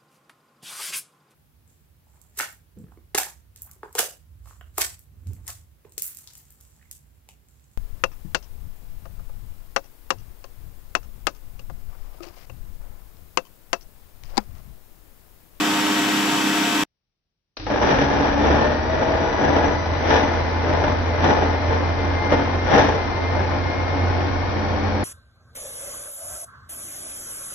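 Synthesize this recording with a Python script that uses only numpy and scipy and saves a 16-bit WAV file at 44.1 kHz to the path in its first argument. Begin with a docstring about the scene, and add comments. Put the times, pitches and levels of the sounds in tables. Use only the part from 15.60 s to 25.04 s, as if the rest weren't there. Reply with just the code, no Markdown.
"""A countertop blender with a plastic jar in a kitchen, heard from close by with two microphones, left one nearer.
First it spins freely in minced pepper: motor tones, brush buzz, air noise and a spray of clicks, all breaking off.
After a pause of room tone the switch clicks, and the motor hums and buzzes up under a whole pepper.
Clustered clicks batter it in surges that brake the shaft, pieces knock on the jar, and mince whirls round it.
The shaft gathers speed as the pieces get smaller; near the end the rocking jar adds lower tones."""
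import sys
import numpy as np
from scipy import signal
from scipy.fft import rfft, irfft, next_fast_len
from scipy.io import wavfile

SR = 44100
rng = np.random.default_rng(int(sys.argv[2]) if len(sys.argv) > 2 else 0)


def generate_wav(sig):
    """Save sig (samples, or channels by samples) to the path in sys.argv[1] as 16-bit PCM at SR."""
    pcm = np.round(np.clip(np.atleast_2d(sig).T, -1, 1) * 32767).astype(np.int16)
    wavfile.write(sys.argv[1], SR, pcm)


N = 416304
T = np.arange(N) / SR  # time [s]
SIZE = next_fast_len(N + SR // 2)  # transform length, with room for filter tails
HZ = np.maximum(np.arange(SIZE // 2 + 1) * SR / SIZE, 1)  # frequency of each transform bin

# Free run breaks off, switch is turned, blades begin to cut
BREAK_S, SWITCH_S, CUT_S = 1.237, 1.969, 2.066

# Shaft speed without drag, rising after the restart as the pieces shrink: (time [s], speed [turns/s])
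UNLOADED_SPEED = [(0, 101.52), (1.22, 102.05), (1.97, 35), (2.15, 62.3), (2.35, 70.3), (2.7, 72.2),
                  (3.3, 81.85), (3.7, 83.6), (4.4, 84.7), (5, 86.05), (5.6, 85.9), (6.7, 88.1),
                  (7.8, 89.15), (8.7, 89.62), (9.44, 90.02)]
# Big pieces caught by the blades: (time [s], hold [s], level [dB], treble lift [dB])
BITES = [(2.10, .02, -24, 2.5), (2.24, .18, -20, 5), (2.559, .10, -20, 1.5), (2.83, .20, -18.5, 0.2),
         (3.342, .34, -23.5, -2), (3.81, .25, -21, -0.5), (4.321, 0.025, -30, 1), (4.508, .05, -17.5, 6),
         (5.071, .22, -24, 0), (5.672, .02, -15, 1.6), (5.829, .04, -26.5, -1.8), (6.11, 0.015, -24.5, -1),
         (6.381, .2, -32, -5), (6.732, .005, -18.5, -1.8), (7.151, .04, -13.5, 3.1),
         (7.78, .02, -27.5, -6.5), (7.91, 0.0044, -29.5, -5.5)]
# Chunks thrown against the jar: (time [s], strength [dB])
KNOCKS = [(2.066, 3), (2.102, 3.5), (2.139, 4), (2.223, 8), (2.272, 8), (2.303, 7.5), (2.44, 4),
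          (2.911, 4.5), (3.423, 4), (3.554, -2), (3.676, 0), (3.842, 6), (3.891, 3), (3.963, 10.5),
          (4.043, 6.5), (4.507, 6.5), (5.133, 1), (5.238, 9.5), (5.279, 3.5), (5.641, 12.5), (5.823, 4.5),
          (5.938, 0.5), (6.124, 3), (6.721, 12.5), (6.943, 3.5), (7.107, 8.5), (7.144, 5.5), (7.178, 8),
          (7.769, -1), (7.906, -4.5), (8.472, -5)]
# Unbalanced shaft shaking the base, fitfully while the pepper is whole: (time [s], level [dB])
UNBALANCE = [(2.0, -38.5), (2.14, -32), (2.64, -36), (2.89, -24), (3.06, -33), (3.32, -24.5), (3.43, -36.5),
             (3.55, -30), (3.82, -45.5), (3.9, -28), (4.05, -25.5), (6.3, -25), (7.57, -30.5),
             (7.68, -26.5), (8.36, -25), (9.44, -26)]
# Detents passed by the dial: (time [s], strength [dB])
DETENTS = [(1.969, -7.5), (1.998, -13)]

# Tones of the free-running motor: (multiple of shaft speed [-], level [dB])
FREE_ORDERS = [(2, -40), (8 / 3, -34), (3, -28), (4, -43), (5, -48), (7, -42), (8, -49), (9, -33),
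               (10, -49), (11, -40.5), (12, -49), (13, -44), (14, -48), (15, -36.5), (16, -44.5),
               (17, -43.5), (19, -45), (21, -45), (23, -44), (25, -46), (26, -47), (29, -47), (36, -47),
               (60, -49), (69, -56), (72, -46), (75, -52), (108, -55), (109, -55)]
# Tones of the loaded motor, 24 being the commutator: (multiple of shaft speed [-], level [dB])
LOADED_ORDERS = [(2, -48.5), (3, -46.5), (4, -43), (6, -49.5), (8, -44.5), (12, -43.5), (24, -46),
                 (25, -53), (36, -60.5), (48, -61.5), (60, -62.5), (72, -62.5)]
# Tones added by the rocking jar: (multiple of shaft speed [-], level [dB])
ROCKING_ORDERS = [(7 / 3, -33), (10 / 3, -37), (3, -39), (4.5, -44), (17 / 3, -40), (20 / 3, -43),
                  (26 / 3, -40.5)]

# Broad colour of each sound, scaled to unit power in use: (frequency [Hz], relative level [dB])
FREE_COLOUR = [(30, -42), (70, -31), (130, -8), (260, 1), (550, -16), (900, -5.5), (3400, -13),
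               (4200, -15.5), (6000, -14.5), (6600, -20.5), (8000, -16), (8500, -26.5), (12000, -25.5),
               (15500, -29.5)]
CHOP_COLOUR = [(28, -14.5), (42, -6), (130, -9), (180, -17.5), (300, -6.5), (600, -2), (900, -4.5),
               (1200, -12.5), (1900, -16.5), (2600, -24), (3500, -24), (4500, -35), (6000, -27)]
CHURN_COLOUR = [(28, -14.5), (38, 0.5), (100, 1.5), (170, -25), (260, -14.5), (900, -8), (1200, -14.5),
                (2300, -20.5), (2700, -27.5), (4000, -27.5), (6000, -31)]
SWITCH_COLOUR = [(59, -48.5), (100, -27), (343, -4.5), (1690, -13), (1970, -12), (2680, -13), (3290, -17),
                 (3980, -11), (6000, -18), (7800, -40), (13200, -120)]
ROOM_COLOUR = [(18, -29), (30, 2), (93, -4.5), (135, -4), (231, -13.5), (1240, -25), (6000, -23.5),
               (7800, -43.5), (13200, -120)]

# Resonances of the machine running free: (frequency [Hz], width [Hz], lift [dB])
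HOUSING = [(221, 8, 1), (303, 61, 4), (402, 51, 4), (495, 41, 5.5), (578, 24, 10), (698, 21, 14.5),
           (1299, 24, 6.5), (1906, 38, 9), (2584, 40, 10.5), (3220, 870, 5.5)]
# Resonances of the loaded jar: (frequency [Hz], width [Hz], lift [dB])
JAR = [(143.9, 34, 9.7), (190, 30, 6.4), (210.8, 30, 9.7), (243.2, 9.5, 10.8), (283.8, 27.8, 12.3),
       (335.3, 17, 5.7), (387, 16, 5.6), (452.5, 13, 8.5), (508, 46, 3.5), (601, 12, 8), (1254, 45, 2.6),
       (1460, 59, 5.7), (1769, 200, 5.6), (2397, 130, 5.1), (2910, 420, 1.3)]
# Jar wall ringing under the chopping: (frequency [Hz], width [Hz], lift [dB])
WALL = [(800, 40, 4), (854, 16, 8), (874, 22, 3.5), (1650, 20, 8)]
# Standing waves where a gliding motor tone swells or sinks: (frequency [Hz], width [Hz], lift [dB])
STANDING_WAVES = [(133, 16, 15), (224, 18, 11), (286, 18, 17), (485, 16, 11), (603, 20, 14), (644, 26, 15),
                  (982, 10, 7), (1805, 44, 12.5), (1885, 50, 3), (2070, 24, 2), (2093, 16, 8),
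                  (2108, 8, -7), (2122, 20, 7), (2160, 24, -9), (3850, 350, 4), (5910, 130, 8)]

# Reflections against direct sound, free and loaded: (frequency [Hz], side over mid [dB])
FREE_SIDE = [(60, -15), (150, -15.5), (380, -11.5), (950, -6), (2380, -4), (5980, -3), (15000, -4)]
LOADED_SIDE = [(60, -18.5), (130, -8.5), (290, -5), (640, -3.5), (1410, -1.5), (3100, 0), (6820, 1.5),
               (15000, 0.5)]
# Lean to the left microphone, free and loaded: (frequency [Hz], left over right [dB])
FREE_LEAN = [(60, 2), (110, -0.5), (200, -1), (380, 0.5), (700, 0.5), (1290, -1), (2380, 4), (4400, 3.5),
             (8120, 1.5), (15000, 5.5)]
LOADED_LEAN = [(60, 0.5), (110, -4), (200, 1), (380, -1), (700, 4), (1290, 4), (2380, 1.5), (4400, 6.5),
               (8120, 2.5), (15000, 5)]

DRAG, RECOVERY_S = 353, .6  # turns/s lost per unit of sustained bite power; time constant of braking and recovery
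GRAB_S, RELEASE_S = .06, .11  # amplitude time constants with which a bite builds up and lets go
CHOP_DB = -0.5  # gain on all the bites
SMALL_BITS_DB, SMALL_BITS_SWING_DB, SMALL_BITS_CRISP_DB = -30.5, 1.3, 0  # chopping between bites
UNBALANCE_SWING_DB = 1.0
ROCKING_S, ROCKING_RISE_S = 8.87, 0.11
LEFT_LEAD_S = 4e-5  # sound reaches the left microphone this much earlier
FREE_CUTOFF_HZ, LOADED_CUTOFF_HZ = 15750, 6050


def chopping(turns, bites):
    """The blades batter big pieces, which knock on the jar; crisper bites have more treble."""
    small_bits = from_db(SMALL_BITS_DB + SMALL_BITS_SWING_DB * drift(9)) ** 2
    power = bites.sum(axis=0) + small_bits
    bite_treble = from_db([row[-1] for row in BITES])
    # treble gain follows whichever bite is strongest at the time
    crisp = (bite_treble @ bites + from_db(SMALL_BITS_CRISP_DB) * small_bits) / power

    hits = blade_hits(turns, per_s=1200, spread_db=3.0, bunching=.9)
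    hits = hits * from_db(CHOP_DB) * np.sqrt(power) * ramp(CUT_S, 0.04)
    knocks = impulses(KNOCKS)
    blows = scattered(hits, t60=0.057, wet_db=1.0) + scattered(knocks, t60=0.11, wet_db=16.0)
    treble = signal.sosfilt(signal.butter(1, 2200, "high", fs=SR, output="sos"), blows)
    return body(blows + (crisp - 1) * treble, CHOP_COLOUR, list(JAR) + list(WALL))


def bite_powers():
    """Power of each bite over time: it builds up, holds and lets go exponentially."""
    powers = []
    for s, held, db, _ in BITES:
        before = np.maximum(s - T, 0) / GRAB_S
        after = np.maximum(T - s - held, 0) / RELEASE_S
        powers.append(from_db(db) ** 2 * np.exp(-2 * np.minimum(before + after, 20)))
    return np.array(powers)


def blade_hits(turns, per_s, spread_db, bunching):
    """Bits of pepper meet the two blade pairs: uneven clicks bunched twice a turn, at unit power."""
    born = rng.random(N) < per_s * np.exp(bunching * np.cos(4 * np.pi * turns)) / SR
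    sizes = from_db(spread_db * np.minimum(rng.exponential(1, N), 4))
    return rms_one(born * sizes * rng.choice([-1, 1], N))


def free_running(turns):
    """Fan air, brushes, a fine spray of mince and clear motor tones, all ending together."""
    air = rng.standard_normal((2, N))
    spray = scattered(blade_hits(turns, per_s=2500, spread_db=3.5, bunching=0.5), t60=0.061, wet_db=9.5)
    mix = from_db(-27.0) * air + from_db(-28) * spray + from_db(-33) * brush_scrape(turns)
    rush = body(mix, FREE_COLOUR, HOUSING)
    rumble = from_db(-58) * body(air, [(20, -17.5), (38, -4.0), (70, -3.5)])
    whine = sum(from_db(db) * tone(turns, order, waver=.17) for order, db in FREE_ORDERS)
    gate = np.interp(T, [BREAK_S - .001, BREAK_S, BREAK_S + .01, BREAK_S + .018], [1, .07, .05, 0])
    return to_microphones(rush + rumble + whine, FREE_SIDE, FREE_LEAN) * gate


def brush_scrape(turns, size=2048, count=150):
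    """The commutator surface passes the brushes alike on every turn: a buzz of whole shaft orders."""
    surfaces = irfft(np.exp(2j * np.pi * rng.random((2, count))), size)
    places = turns % 1 * size
    return rms_one(np.array([np.interp(places, np.arange(size), s - s.mean()) for s in surfaces]))


def loaded_motor(turns, speed):
    """Shaft hum, commutator whine, the rocking jar, and the mains buzz of the starting current."""
    hum_db = in_time(UNBALANCE) + UNBALANCE_SWING_DB * drift(6.7)
    hum = from_db(hum_db) * tone(turns, 1, waver=0.064) * ramp(SWITCH_S, .04)

    lift_db = peaks(STANDING_WAVES)
    whine = sum(from_db(db + np.interp(order * speed, HZ, lift_db)) * tone(turns, order, waver=0.31)
                for order, db in LOADED_ORDERS) * ramp(CUT_S, 0.18)

    rocking = sum(from_db(db) * tone(turns, order, waver=0.14) for order, db in ROCKING_ORDERS)
    rocking = rocking * ramp(ROCKING_S, ROCKING_RISE_S)

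    # at low speed the motor draws a heavy current, and its iron buzzes at 100 and 300 Hz
    inrush = ramp(1.992, 0.012) * (1 - ramp(2.08, 0.23))
    buzz = from_db(-32) * tone(100 * T, 3, waver=.8) + from_db(-33) * tone(100 * T, 1, waver=.8)
    return hum + whine + rocking + inrush * buzz


def shaft_speed(bites):
    """Turns per second: the motor sags under each bite and recovers slowly."""
    keep = np.exp(-1 / (RECOVERY_S * SR))
    sag = DRAG * signal.lfilter([1 - keep], [1, -keep], bites.sum(axis=0))
    return in_time(UNLOADED_SPEED) - sag


def tone(turns, order, waver):
    """One motor order as mid and side at unit power; the load makes its strength and phase flutter."""
    phase = 2 * np.pi * (order * turns + rng.random())
    along, across = 1 + waver * drift(30), waver * drift(30)
    cos, sin = np.cos(phase), np.sin(phase)
    return rms_one(np.array([along * cos + across * sin, along * sin - across * cos]))


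def churning(turns):
    """Air noise and clicking mince whirl round the jar, fading in as cutting begins."""
    mince = scattered(blade_hits(turns, per_s=1200, spread_db=3.0, bunching=.6), t60=0.033, wet_db=-0.5)
    whirl = from_db(-29.5) * rng.standard_normal((2, N)) + from_db(-32.0) * mince
    return body(whirl * ramp(CUT_S, .3), CHURN_COLOUR, JAR)


def switch():
    """The dial snaps through its detents as impulses, and brush noise swells and dies away."""
    snap = scattered(impulses(DETENTS), t60=0.072, wet_db=17.5)
    brush_level = from_db(-42.5) * ramp(SWITCH_S, 0.035) * (1 - ramp(2.1, 0.17))
    return body(snap + brush_level * rng.standard_normal((2, N)), SWITCH_COLOUR)


def room_tone():
    """The quiet kitchen: faint steady noise with a broad colour."""
    return from_db(-83) * body(rng.standard_normal((2, N)), ROOM_COLOUR)


def scattered(clicks, t60, wet_db):
    """Clicks and their dense reflections in jar and kitchen: decaying noise, as mid and side."""
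    tail = np.sqrt(fade(clicks ** 2, t60 / 2) * (1 - from_db(-120 / (t60 * SR))))
    wet = from_db(wet_db)
    mid, side = tail * rng.standard_normal((2, N))
    return np.array([(clicks + wet * mid) / np.sqrt(1 + wet ** 2), side])


def fade(x, t60):
    """Every impulse leaves an exponential tail, falling 60 dB in t60 seconds."""
    return signal.lfilter([1], [1, -from_db(-60 / (t60 * SR))], x + 1e-18)


def body(x, spectrum, resonances=()):
    """Causal (minimum-phase) filter of unit power gain: a broad colour with resonance peaks."""
    # above the last point the colour falls 60 dB per octave
    db = at_hz(spectrum, HZ) - 60 * np.maximum(np.log2(HZ / spectrum[-1][0]), 0)
    db = db + peaks(resonances)
    # folding the cepstrum onto positive time gives minimum phase
    cepstrum = irfft(np.log(rms_one(from_db(db))), SIZE)[:SIZE // 2]
    cepstrum[1:] *= 2
    return irfft(rfft(x, SIZE) * np.exp(rfft(cepstrum, SIZE)), SIZE)[..., :N]


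def peaks(resonances):
    """Summed lift in dB of all resonances at each bin."""
    return sum(lift / (1 + (2 * (HZ - hz) / width) ** 2) for hz, width, lift in resonances)


def to_microphones(pair, side_db, lean_db, lead=0):
    """Direct sound is common to both microphones; reflections, lean and delay make them differ."""
    mid, side = rfft(pair, SIZE)
    side = side * from_db(at_hz(side_db, HZ))
    lean = from_db(at_hz(lean_db, HZ) / 2)
    late = np.exp(-2j * np.pi * HZ * lead)
    left, right = (mid + side) * lean, (mid - side) / lean * late
    return irfft(np.array([left, right]) * 2 / (lean + 1 / lean), SIZE)[:, :N]


def low_pass(x, hz):
    """A very steep top cut, 80 Hz from full to nothing."""
    return irfft(rfft(x, SIZE) * np.clip((hz - HZ) / 80 + .5, 0, 1), SIZE)[:, :N]


def impulses(rows):
    """One single-sample click for each (time [s], strength [dB])."""
    clicks = np.zeros(N)
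    for s, db in rows:
        clicks[int(s * SR)] = from_db(db)
    return clicks


def in_time(rows):
    """A two-column table as a curve over time."""
    s, value = np.transpose(rows)
    return np.interp(T, s, value)


def at_hz(points, hz):
    """Read a spectrum on a log-frequency axis."""
    f, value = np.transpose(points)
    return np.interp(np.log(hz), np.log(f), value)


def ramp(start, length):
    """Rise from 0 to 1."""
    return np.clip((T - start) / length, 0, 1)


def drift(rate):
    """Smooth chance with spread 1, changing so many times a second."""
    knots = rng.standard_normal(4096)
    return np.interp(T * rate, np.arange(len(knots)), knots) * np.sqrt(3 / 2)


def from_db(db):
    """Decibels to gain."""
    return 10 ** (np.asarray(db) / 20)


def rms_one(x):
    """Scale each channel to unit power."""
    return x / np.sqrt(np.mean(x ** 2, axis=-1, keepdims=True) + 1e-20)


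def scene():
    """One shaft drives everything; the second run is duller, with its hardest blows rounded off."""
    bites = bite_powers()
    speed = shaft_speed(bites)
    turns = np.cumsum(speed * (1 + .0005 * drift(14))) / SR
    loaded = chopping(turns, bites) + loaded_motor(turns, speed) + churning(turns) + switch() + room_tone()
    loaded = to_microphones(loaded, LOADED_SIDE, LOADED_LEAN, lead=LEFT_LEAD_S)
    loaded = loaded / (1 + (loaded / .85) ** 6) ** (1 / 6)  # peaks stay below .85
    return free_running(turns) + low_pass(loaded, LOADED_CUTOFF_HZ)


def record(dry):
    """The top of the whole sound is cut."""
    return low_pass(dry, FREE_CUTOFF_HZ)


dry = scene()
out = record(dry)
generate_wav(out)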